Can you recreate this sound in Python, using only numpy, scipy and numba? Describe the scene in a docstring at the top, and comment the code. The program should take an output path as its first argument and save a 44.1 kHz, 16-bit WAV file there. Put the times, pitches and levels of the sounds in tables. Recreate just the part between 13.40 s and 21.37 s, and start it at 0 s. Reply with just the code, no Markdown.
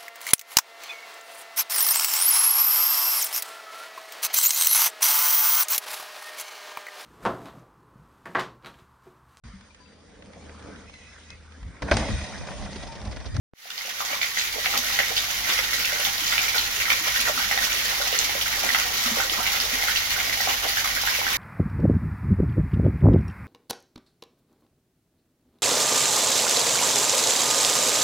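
"""Water pours steadily into a fish tank under a roof, close to a hand-held stereo microphone.
The jet wavers and gushes, driving under swarms of ringing bubbles: deep gurgle, bright churn, fine spray.
Air pockets glug, lumps of water plip and torn sheets sizzle on top, a little to the right.
A pump hums behind; the tank resonates and the hall answers. A soft pop opens a fade-in of about a second."""
import sys
import numpy as np
from scipy import signal
from scipy.fft import rfft, irfft, next_fast_len
from scipy.io import wavfile
from scipy.ndimage import uniform_filter1d, map_coordinates
from numba import njit

SR = 44100
rng = np.random.default_rng(int(sys.argv[2]) if len(sys.argv) > 2 else 0)


def wav_record(signal):
    """Record a signal, one row per channel, as 16-bit PCM in the file named by sys.argv[1]."""
    frames = np.transpose(np.atleast_2d(signal))
    bounded = np.clip(frames, -1, 1)
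    # unit amplitude maps onto the largest positive 16-bit level
    quanta = np.round(bounded * 32767).astype(np.int16)
    wavfile.write(sys.argv[1], SR, quanta)


N = 351477


def amp(db):
    """Decibels to gain."""
    return 10 ** (np.asarray(db) / 20)


def unit(x):
    """Scaled to rms 1."""
    return x / np.sqrt(np.mean(x ** 2) + 1e-20)


def along(points, hz):
    """(Hz, value) points read on a log axis."""
    f, values = np.transpose(points)
    return np.interp(np.log(hz + 1), np.log(f + 1), values)


def curve(points):
    """(Seconds, value) points read at every sample."""
    return np.interp(np.arange(N) / SR, *np.transpose(points))


def wobble(rate):
    """A smooth random curve, rate knots a second."""
    knots = rng.standard_normal(int(N * rate / SR) + 4)
    return map_coordinates(knots, [np.arange(N) * rate / SR])


def filtered(x, response):
    """x times a complex response of frequency."""
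    m = next_fast_len(N + SR // 2)
    return irfft(rfft(x, m) * response(np.fft.rfftfreq(m, 1 / SR)), m)[..., :N]


def resonance(f, hz, width):
    """Response of one mode, 1 at its centre."""
    return 1j * f * width / (hz * hz - f * f + 1j * f * width)


def noise(spectrum, channels):
    """Unrelated noises of rms 1 with the given colour."""
    return unit(filtered(rng.standard_normal((channels, N)), lambda f: amp(along(spectrum, f))))


def bursts(starts, sizes, decay_s):
    """An envelope that jumps at each start and dies away; overlaps add in power."""
    kicks = np.bincount(np.clip(starts * SR, 0, N - 1).astype(int), sizes ** 2, N)
    return np.sqrt(signal.lfilter([1], [1, -np.exp(-2 / (decay_s * SR))], kicks))


def scattered(db, hz, spread_db, octaves, count):
    """Rows (s, dB, Hz) of small events strewn through the pour around a typical level and pitch."""
    when, level, pitch = rng.uniform(-1, 1, (count, 3)).T
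    starts = (np.arange(count) + 1 + when) / (count + 1) * N / SR
    return np.column_stack([starts, db + spread_db * level, hz * 2 ** (octaves * pitch)])


@njit
def ring(starts, pitches, sizes, cycles, glide, n, sr):
    """Each bubble swells within a cycle, glides up in pitch and decays by 1/e over its cycles."""
    out = np.zeros(n)
    for i in range(len(starts)):
        first = max(int(starts[i] * sr), 0)
        for k in range(min(int(5 * cycles[i] * sr / pitches[i]), n - first)):
            turns = k * pitches[i] / sr
            age = turns / cycles[i]
            envelope = sizes[i] * (1 - np.exp(-1.5 * turns)) * np.exp(-age)
            out[first + k] += envelope * np.sin(2 * np.pi * turns * (1 + glide * age))
    return out


def bubbles(starts, pitches, sizes, cycles, glide):
    """Ringing bubbles from columns of time, pitch, size and life."""
    lives = cycles * np.ones(len(starts))
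    return ring(starts.copy(), pitches.copy(), sizes.copy(), lives, float(glide), N, SR)


def swarm(spectrum, low_hz, high_hz, count, cycles, scatter_db):
    """Countless bubbles of random pitch, a few much louder than the rest; rms 1."""
    when, pitch, chance, life = rng.random((count, 4)).T
    hz = low_hz * (high_hz / low_hz) ** pitch
    size = amp(-scatter_db * np.log(chance + 0.0042) + along(spectrum, hz)) * hz
    return unit(bubbles(when * N / SR, hz, size, cycles * (.5 + life), glide=0.018))


# The roofed hall around the tank. Each row: frequency in Hz, seconds to die away by 60 dB.
HALL_DECAY = [(200, 0.57), (2000, 0.29), (12000, 0.17)]

def hall_tail(early_db, early_s):
    """The tank walls return a quick cluster of echoes, then the roof a weaker stereo tail."""
    hz, t, frames = signal.stft(rng.standard_normal((2, SR // 3)), SR, nperseg=256)
    decay = amp(-60 * t / along(HALL_DECAY, hz)[:, None])
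    tail = signal.istft(frames * decay, SR, nperseg=256)[1]
    t = np.arange(tail.shape[1]) / SR
    cluster = 1 + amp(early_db) * np.exp(-(t / early_s - 1) ** 2 * 6)
    tail = tail * (1 - np.exp(-t / 0.0017)) * cluster
    return tail / np.linalg.norm(tail[0])


def placed(x, lag_s, wet_db):
    """A splash right of the microphone reaches the left port late; its echoes shift as it wanders."""
    direct = filtered(x, lambda f: np.exp(-2j * np.pi * f * lag_s * np.array([[.5], [-.5]])))
    spot = 2 * wobble(5)
    echoes = 0
    for share in (np.cos(spot), np.sin(spot)):
        tail = hall_tail(early_db=1.5, early_s=0.013)
        echoes += signal.fftconvolve((x * share)[None], tail, axes=1)[:, :N]
    return (direct + amp(wet_db) * echoes) / np.sqrt(1 + amp(2 * wet_db))


def swells(starts, lifts_db, rise_s=0.02, fall_s=0.03):
    """A level in dB that rises with each gush and ebbs again."""
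    t = np.arange(N) / SR
    return sum(db * np.exp(-((t - start) / np.where(t < start, rise_s, fall_s)) ** 2)
               for start, db in zip(starts, lifts_db))


# Strength of the jet. Each row: time in seconds, level in dB over normal flow.
JET_FLOW = [(0.15, -4), (0.6, -1), (1.18, -3), (1.38, 0), (3.3, -0.27), (3.8, 0.5), (5.5, 1), (6.2, 1.04),
            (7.97, 0)]
# Heavy gushes that plunge deep. Each row: peak time in seconds, gurgle lift in dB, churn lift in dB.
GUSHES = [(0.72, 9, 5), (1.17, 14, -1.5), (1.26, 8, 6), (1.35, 13, 5), (1.71, 9, 0.5), (2.09, 10, 4),
          (2.17, -5, 3.5), (3.15, 8, 3.5), (3.42, 3, 4), (3.68, 8.5, 5), (3.885, 13, 5), (4.01, -2, 2.5),
          (4.335, 3, 1), (4.75, 0, 2.5), (5.25, 12.5, 0), (5.35, -1, 2.5), (5.79, 8, 5.5), (5.999, 15, -2),
          (6.16, 7, 2), (6.24, 7, -2), (6.33, 1, 2), (6.43, 1, 1), (6.89, 7, -1), (7.09, 10.5, 0.5),
          (7.25, 10.5, 3.5), (7.93, 8, 4.5)]

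def jet():
    """Gurgle, churn and spray in dB over normal flow: all follow the wavering jet and its gushes."""
    flow_db = curve(JET_FLOW) + 0.29 * wobble(16)
    times, deep_db, bright_db = np.transpose(GUSHES)
    gush_db = swells(times, bright_db)
    # a stronger jet drives air deeper, so the gurgle grows fastest
    gurgle_db = 2.7 * flow_db + 1.44 * wobble(16) + swells(times, deep_db)
    return gurgle_db, flow_db + gush_db, flow_db + 0.32 * gush_db


def slugs(count, scatter_db, decay_s):
    """The jet breaks into uneven slugs, each landing at once and tailing off; an envelope of rms 1."""
    when, chance = rng.random((count, 2)).T
    sizes = amp(-scatter_db * np.log(chance + 0.035))
    return unit(bursts(when * N / SR, sizes, decay_s))


# Deep, bright and fine bubbles at close range. Each row: frequency in Hz, relative density in dB.
GURGLE_SPECTRUM = [(60, -22), (130, -13), (240, -3.5), (350, -2.5), (500, -3), (800, -2), (1100, 0),
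                   (1600, -12), (3000, -50)]
CHURN_SPECTRUM = [(500, -37), (1000, -7.5), (1400, -7.5), (2100, 2), (2600, -3), (3200, -4.5), (4200, -12),
                  (8000, -36)]
SPRAY_SPECTRUM = [(1500, -19), (3000, -1), (3700, 1), (5000, 0), (6400, 1), (7500, -8), (9500, -9),
                  (12000, -5.5), (15800, -8.5)]

def stream():
    """The jet drives three swarms of bubbles under; each rides on a wash of its own colour."""
    gurgle_db, churn_db, spray_db = jet()
    landing = slugs(count=1700, scatter_db=3, decay_s=0.01)
    deep = swarm(GURGLE_SPECTRUM, 131, 1603, count=3400, cycles=2.26, scatter_db=3)
    bright = swarm(CHURN_SPECTRUM, 887, 4455, count=11000, cycles=2.3, scatter_db=2.5)
    fine = swarm(SPRAY_SPECTRUM, 2807, 15770, count=36000, cycles=4.5, scatter_db=3.5)
    gurgle = placed(deep, lag_s=0.0015, wet_db=-3.5)
    gurgle += amp(-8) * noise(GURGLE_SPECTRUM, channels=2)
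    churn = placed(unit(bright * landing), lag_s=0.001383, wet_db=0.5)
    churn += amp(-4.5) * noise(CHURN_SPECTRUM, channels=2)
    spray = placed(unit(fine * landing), lag_s=0.000392, wet_db=0)
    spray += amp(2.5) * noise(SPRAY_SPECTRUM, channels=2) * (0.8 + 0.3 * landing)
    # the largest bubbles follow only part of the gurgle's swings
    large = filtered(gurgle, lambda f: along([(280, 0.85), (480, 0.19)], f))
    depths = amp(gurgle_db) * (gurgle - large) + amp(0.62 * gurgle_db) * large
    return amp(-44.5) * depths + amp(churn_db - 32) * churn + amp(spray_db - 31.5) * spray


# The pump, heard from behind the pour. Each row: time in seconds, level in dB.
PUMP_LEVEL = [(0.15, -79), (0.45, -61), (1.06, -50.5), (1.7, -48), (7.97, -45)]
# Its motor tones. Each row: frequency in Hz, relative level in dB.
MOTOR_TONES = [(50, -4.5), (99.8, -9)]
# Its rumble. Each row: frequency in Hz, relative density in dB.
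RUMBLE_SPECTRUM = [(15, -34), (30, -4), (45, 1), (70, -4), (110, -5.5), (150, -12), (220, -10), (400, -35)]

def pump():
    """Motor hum that wavers slightly, over a rumble mostly alike in both microphone ports."""
    t = np.arange(N) / SR
    hum = 0
    for hz, db in MOTOR_TONES:
        peak = amp(db + 1.1 * wobble(3.7)) * np.sqrt(2)
        hum += peak * np.sin(2 * np.pi * hz * t + .15 * wobble(3.24))
    centred = amp(-3) * noise(RUMBLE_SPECTRUM, channels=1)
    wide = amp(-11) * noise(RUMBLE_SPECTRUM, channels=2)
    return amp(curve(PUMP_LEVEL)) * (hum + centred + wide)


# The biggest air pockets under the jet. Each row: start in seconds, level in dB, pitch in Hz.
AIR_POCKETS = [(0.256, -20, 713), (0.383, -22, 910), (0.48, -23, 694), (0.732, -19.5, 586),
               (1.183, -19.5, 614), (1.264, -19.5, 764), (1.501, -16.5, 1060), (1.601, -18, 570),
               (2.191, -23.5, 506), (2.527, -20, 563), (2.597, -23, 573), (2.67, -21.5, 770),
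               (2.924, -22, 918), (3.999, -20, 910), (4.112, -15.5, 785), (4.175, -18, 800),
               (4.67, -19.5, 790), (4.728, -17, 470), (4.953, -20, 540), (5.238, -16, 670),
               (5.771, -18, 545), (6.435, -19.5, 786), (7.005, -21, 800), (7.074, -13, 750),
               (7.636, -13.5, 960), (7.788, -21, 550), (7.815, -11.5, 1000)]
# Big slow bubbles, dead centre. Each row: start in seconds, level in dB, pitch in Hz.
BIG_BUBBLES = [(1.382, -37, 235), (2.815, -36, 300), (3.609, -35, 310), (3.789, -37.5, 231),
               (3.97, -36, 243), (4.05, -40, 196), (5.659, -28, 233), (5.714, -24, 220), (5.916, -35, 317),
               (6.193, -40, 255), (6.329, -32.5, 250)]

def glugs():
    """Air pockets collapse with a blunt slap and a hollow note; the biggest bubbles ring low and longer."""
    small = scattered(db=-29.5, hz=710, spread_db=4.5, octaves=0.67, count=22)
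    starts, db, hz = np.transpose([*AIR_POCKETS, *small])
    note = bubbles(starts, hz, amp(db), cycles=1.9, glide=.01)
    slap = bubbles(starts, 1.3 * hz, amp(db), cycles=0.84, glide=0)
    starts, db, hz = np.transpose(BIG_BUBBLES)
    big = bubbles(starts, hz, amp(db), cycles=4.9, glide=0.014)
    return placed(note + slap, lag_s=0.0014, wet_db=-6) + big


def droplets(starts, db, hz):
    """Each splash throws six droplets that ring small bubbles; later ones tend to be fainter."""
    delay, pitch, size = rng.standard_normal((len(starts), 3, 6)).transpose(1, 0, 2)
    flight_s = .007 + .018 * abs(delay)
    lands = starts[:, None] + flight_s
    drop_hz = np.clip(1.12 * hz[:, None] * np.exp(.4 * pitch), 500, 12000)
    drop_db = db[:, None] - 15 + 2 * size - 130 * flight_s
    return bubbles(lands.ravel(), drop_hz.ravel(), amp(drop_db).ravel(), cycles=1.6, glide=0.046)


# The biggest lumps of water, landing close to the microphone.
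# Each row: start in seconds, level in dB, bubble pitch in Hz, spray level in dB.
WATER_LUMPS = [(0.3046, -3, 3550, -31), (0.3789, -4.5, 4700, -24), (0.411, -11, 2050, -30),
               (0.6513, -9, 6370, -18), (0.8154, -6, 2260, -22), (0.831, -7.5, 2150, -23),
               (0.9726, -8.5, 1940, -26), (1.2595, -7, 2180, -19), (1.3392, -15, 1270, -29),
               (1.3712, -13, 4700, -12.5), (1.5902, -2.5, 1950, -27), (1.6, -10, 1980, -27),
               (1.6331, -9.5, 2110, -26), (1.7653, -10, 4740, -22), (2.102, -7.5, 3500, -18),
               (2.1903, -6, 2020, -27), (2.3325, -9.5, 1940, -12), (2.4487, -7.5, 2560, -15),
               (2.6508, -8, 3320, -12.5), (2.9236, -10, 1970, -13.5), (2.927, -15.5, 1410, -28),
               (2.9805, -3, 2420, -32), (2.998, -13, 2420, -32), (3.0818, -10, 2200, -38),
               (3.1596, -14.5, 1410, -15), (3.1826, -4, 4200, -18), (3.5033, -2, 2240, -37),
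               (3.521, -7, 2310, -14.5), (3.7612, -9.5, 1830, -11), (3.8016, -15, 2370, -13),
               (3.8765, -14, 1380, -15), (4.1134, -7.5, 2070, -29), (4.1763, -7.5, 1870, -27),
               (4.2416, -10, 5900, -15), (4.3205, -7, 2970, -18), (4.6153, -15.5, 1460, -15),
               (4.7275, -8, 2800, -27), (5.0139, -8, 3080, -12), (5.2905, -6.5, 1940, -21),
               (5.3475, -5.5, 2000, -21), (5.349, -11, 1340, -28), (5.8026, -11, 1420, -17),
               (5.8979, -7.5, 3580, -21), (6.0665, -8, 2130, -25), (6.2022, -5, 5050, -17),
               (6.4247, -10.5, 2000, -22), (6.5599, -4.5, 2780, -22), (6.8028, -14, 2270, -30),
               (6.8961, -10, 1980, -30), (6.9285, -11.5, 1980, -32), (7.0052, -11, 1920, -15),
               (7.093, -9.5, 2870, -15.5), (7.372, -9.5, 1710, -15.5), (7.5716, -12.5, 1590, -30),
               (7.6743, -8.5, 1600, -34), (7.8674, -10, 1620, -23)]

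def plips(small_spray_db=-18.5):
    """A lump of water cracks on the surface, rings one bubble, and throws droplets and a puff of spray."""
    small = scattered(db=-17, hz=1950, spread_db=7, octaves=0.82, count=36)
    starts, db, hz, spray_db = np.transpose([*WATER_LUMPS, *[(*row, small_spray_db) for row in small]])
    note = bubbles(starts, hz, amp(db + 2), cycles=2.78, glide=0.0098)
    impact_db = db + .5 * np.minimum(db + 6.5, 0)  # small lumps land softly
    slap = bubbles(starts, 1.19 * hz, amp(impact_db + 2.5), cycles=1, glide=0)
    crack_spectrum = [(400, -32), (900, -8.5), (2000, -11), (3400, 3),
                      (5500, -18), (8000, -30), (15800, -23)]
    crack = bursts(starts, amp(impact_db - 10), decay_s=0.0023) * noise(crack_spectrum, channels=1)[0]
    splash = note + slap + crack + droplets(starts, db, hz)
    cloud = bursts(starts + 0.0027, amp(spray_db - 5), decay_s=0.012)
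    cloud = uniform_filter1d(cloud, size=350)  # spray takes a moment to rise and land
    puffs = cloud * swarm(SPRAY_SPECTRUM, 2780, 16000, count=18000, cycles=2.5, scatter_db=2.4)
    return placed(splash, lag_s=0.0014, wet_db=-2) + placed(puffs, lag_s=0.000351, wet_db=-5)


# Thin sheets of water tearing, just right of centre. Each row: start in seconds, level in dB.
TORN_SHEETS = [(0.8154, -13), (0.984, -10), (1.3713, -18), (1.7649, -6), (2.8654, -11), (3.1822, -14),
               (4.7844, -7), (5.311, -18), (5.57, -17), (6.56, -10)]
# Their sizzle. Each row: frequency in Hz, relative density in dB.
SIZZLE_SPECTRUM = [(1500, -30), (3000, 2), (3800, 8), (5200, -1), (6400, 6), (8000, -31), (15800, -18)]

def squirts():
    """A torn sheet of water falls as a short shower of small bubbles."""
    starts, db = np.transpose(TORN_SHEETS)
    shower = swarm(SIZZLE_SPECTRUM, 1810, 11900, count=16000, cycles=1.6, scatter_db=3.2)
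    return placed(bursts(starts, amp(db - 11), decay_s=0.029) * shower, lag_s=0.0004, wet_db=-5.5)


# Resonances of the tank and the air above it. Each row: frequency in Hz, width in Hz, gain in dB.
TANK_MODES = [(256, 14, -8.5), (470, 6.8, -20), (558, 36, -9), (730, 15, -1.5), (795, 12.3, 7),
              (902, 12, 2), (1335, 110, -13), (1480, 15, -19), (1890, 62, -1.5), (2270, 37, -9)]

def tank(f):
    """Response of the tank: its modes add to the direct sound."""
    return 1 + sum(amp(db) * resonance(f, hz, width) for hz, width, db in TANK_MODES)


def scene():
    """The water rings through the tank, its long waves reaching both ports alike; the pump hums behind."""
    water = amp(-0.5) * filtered(stream() + plips() + squirts() + glugs(), tank)
    side = water - water.mean(axis=0)
    bass_side = filtered(side, lambda f: along([(200, 1.0), (380, 0.005)], f))
    return water - bass_side + pump()


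# Balance of the microphone's two ports. Each row: frequency in Hz, left minus right in dB.
PORT_BALANCE = [(50, -4), (130, 2), (280, 4), (370, 1), (470, -9.5), (700, -6), (1100, 6), (1450, -11),
                (1750, -1.5), (2200, -2.5), (4500, 0.5), (5900, -6), (7300, -3), (15000, 2)]
# Bands that each port cancels. Each row: centre in Hz, width in Hz.
LEFT_PORT_NOTCHES = [(6450, 870), (8600, 960)]
RIGHT_PORT_NOTCHES = [(8200, 1290)]

def microphone(f, top_hz=15900):
    """Stereo response: each port has its own colour and notches, under a steep band limit."""
    def notched(notches):
        return np.prod([1 - resonance(f, hz, width) for hz, width in notches], axis=0)

    tilt_db = along(PORT_BALANCE, f) / 2
    left = amp(tilt_db) * notched(LEFT_PORT_NOTCHES)
    right = amp(-tilt_db) * notched(RIGHT_PORT_NOTCHES)
    band_limit = amp(-6 * np.logaddexp(0, (f - top_hz) / 50))
    return np.array([left, right]) * band_limit


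def record(dry):
    """At the microphone beside the tank, the sound opens with a soft pop and fades in."""
    start_s, fade_s = 0.136, 0.43
    since = np.maximum(np.arange(N) / SR - start_s, 0)
    pop = amp(-31.5) * (1 - np.exp(-since / 0.0001)) * np.exp(-since / 0.00068)
    fade_in = 1 - np.exp(-(since / fade_s) ** 1.18)
    return filtered(dry * fade_in - pop, microphone)


dry = scene()
out = record(dry)
wav_record(out)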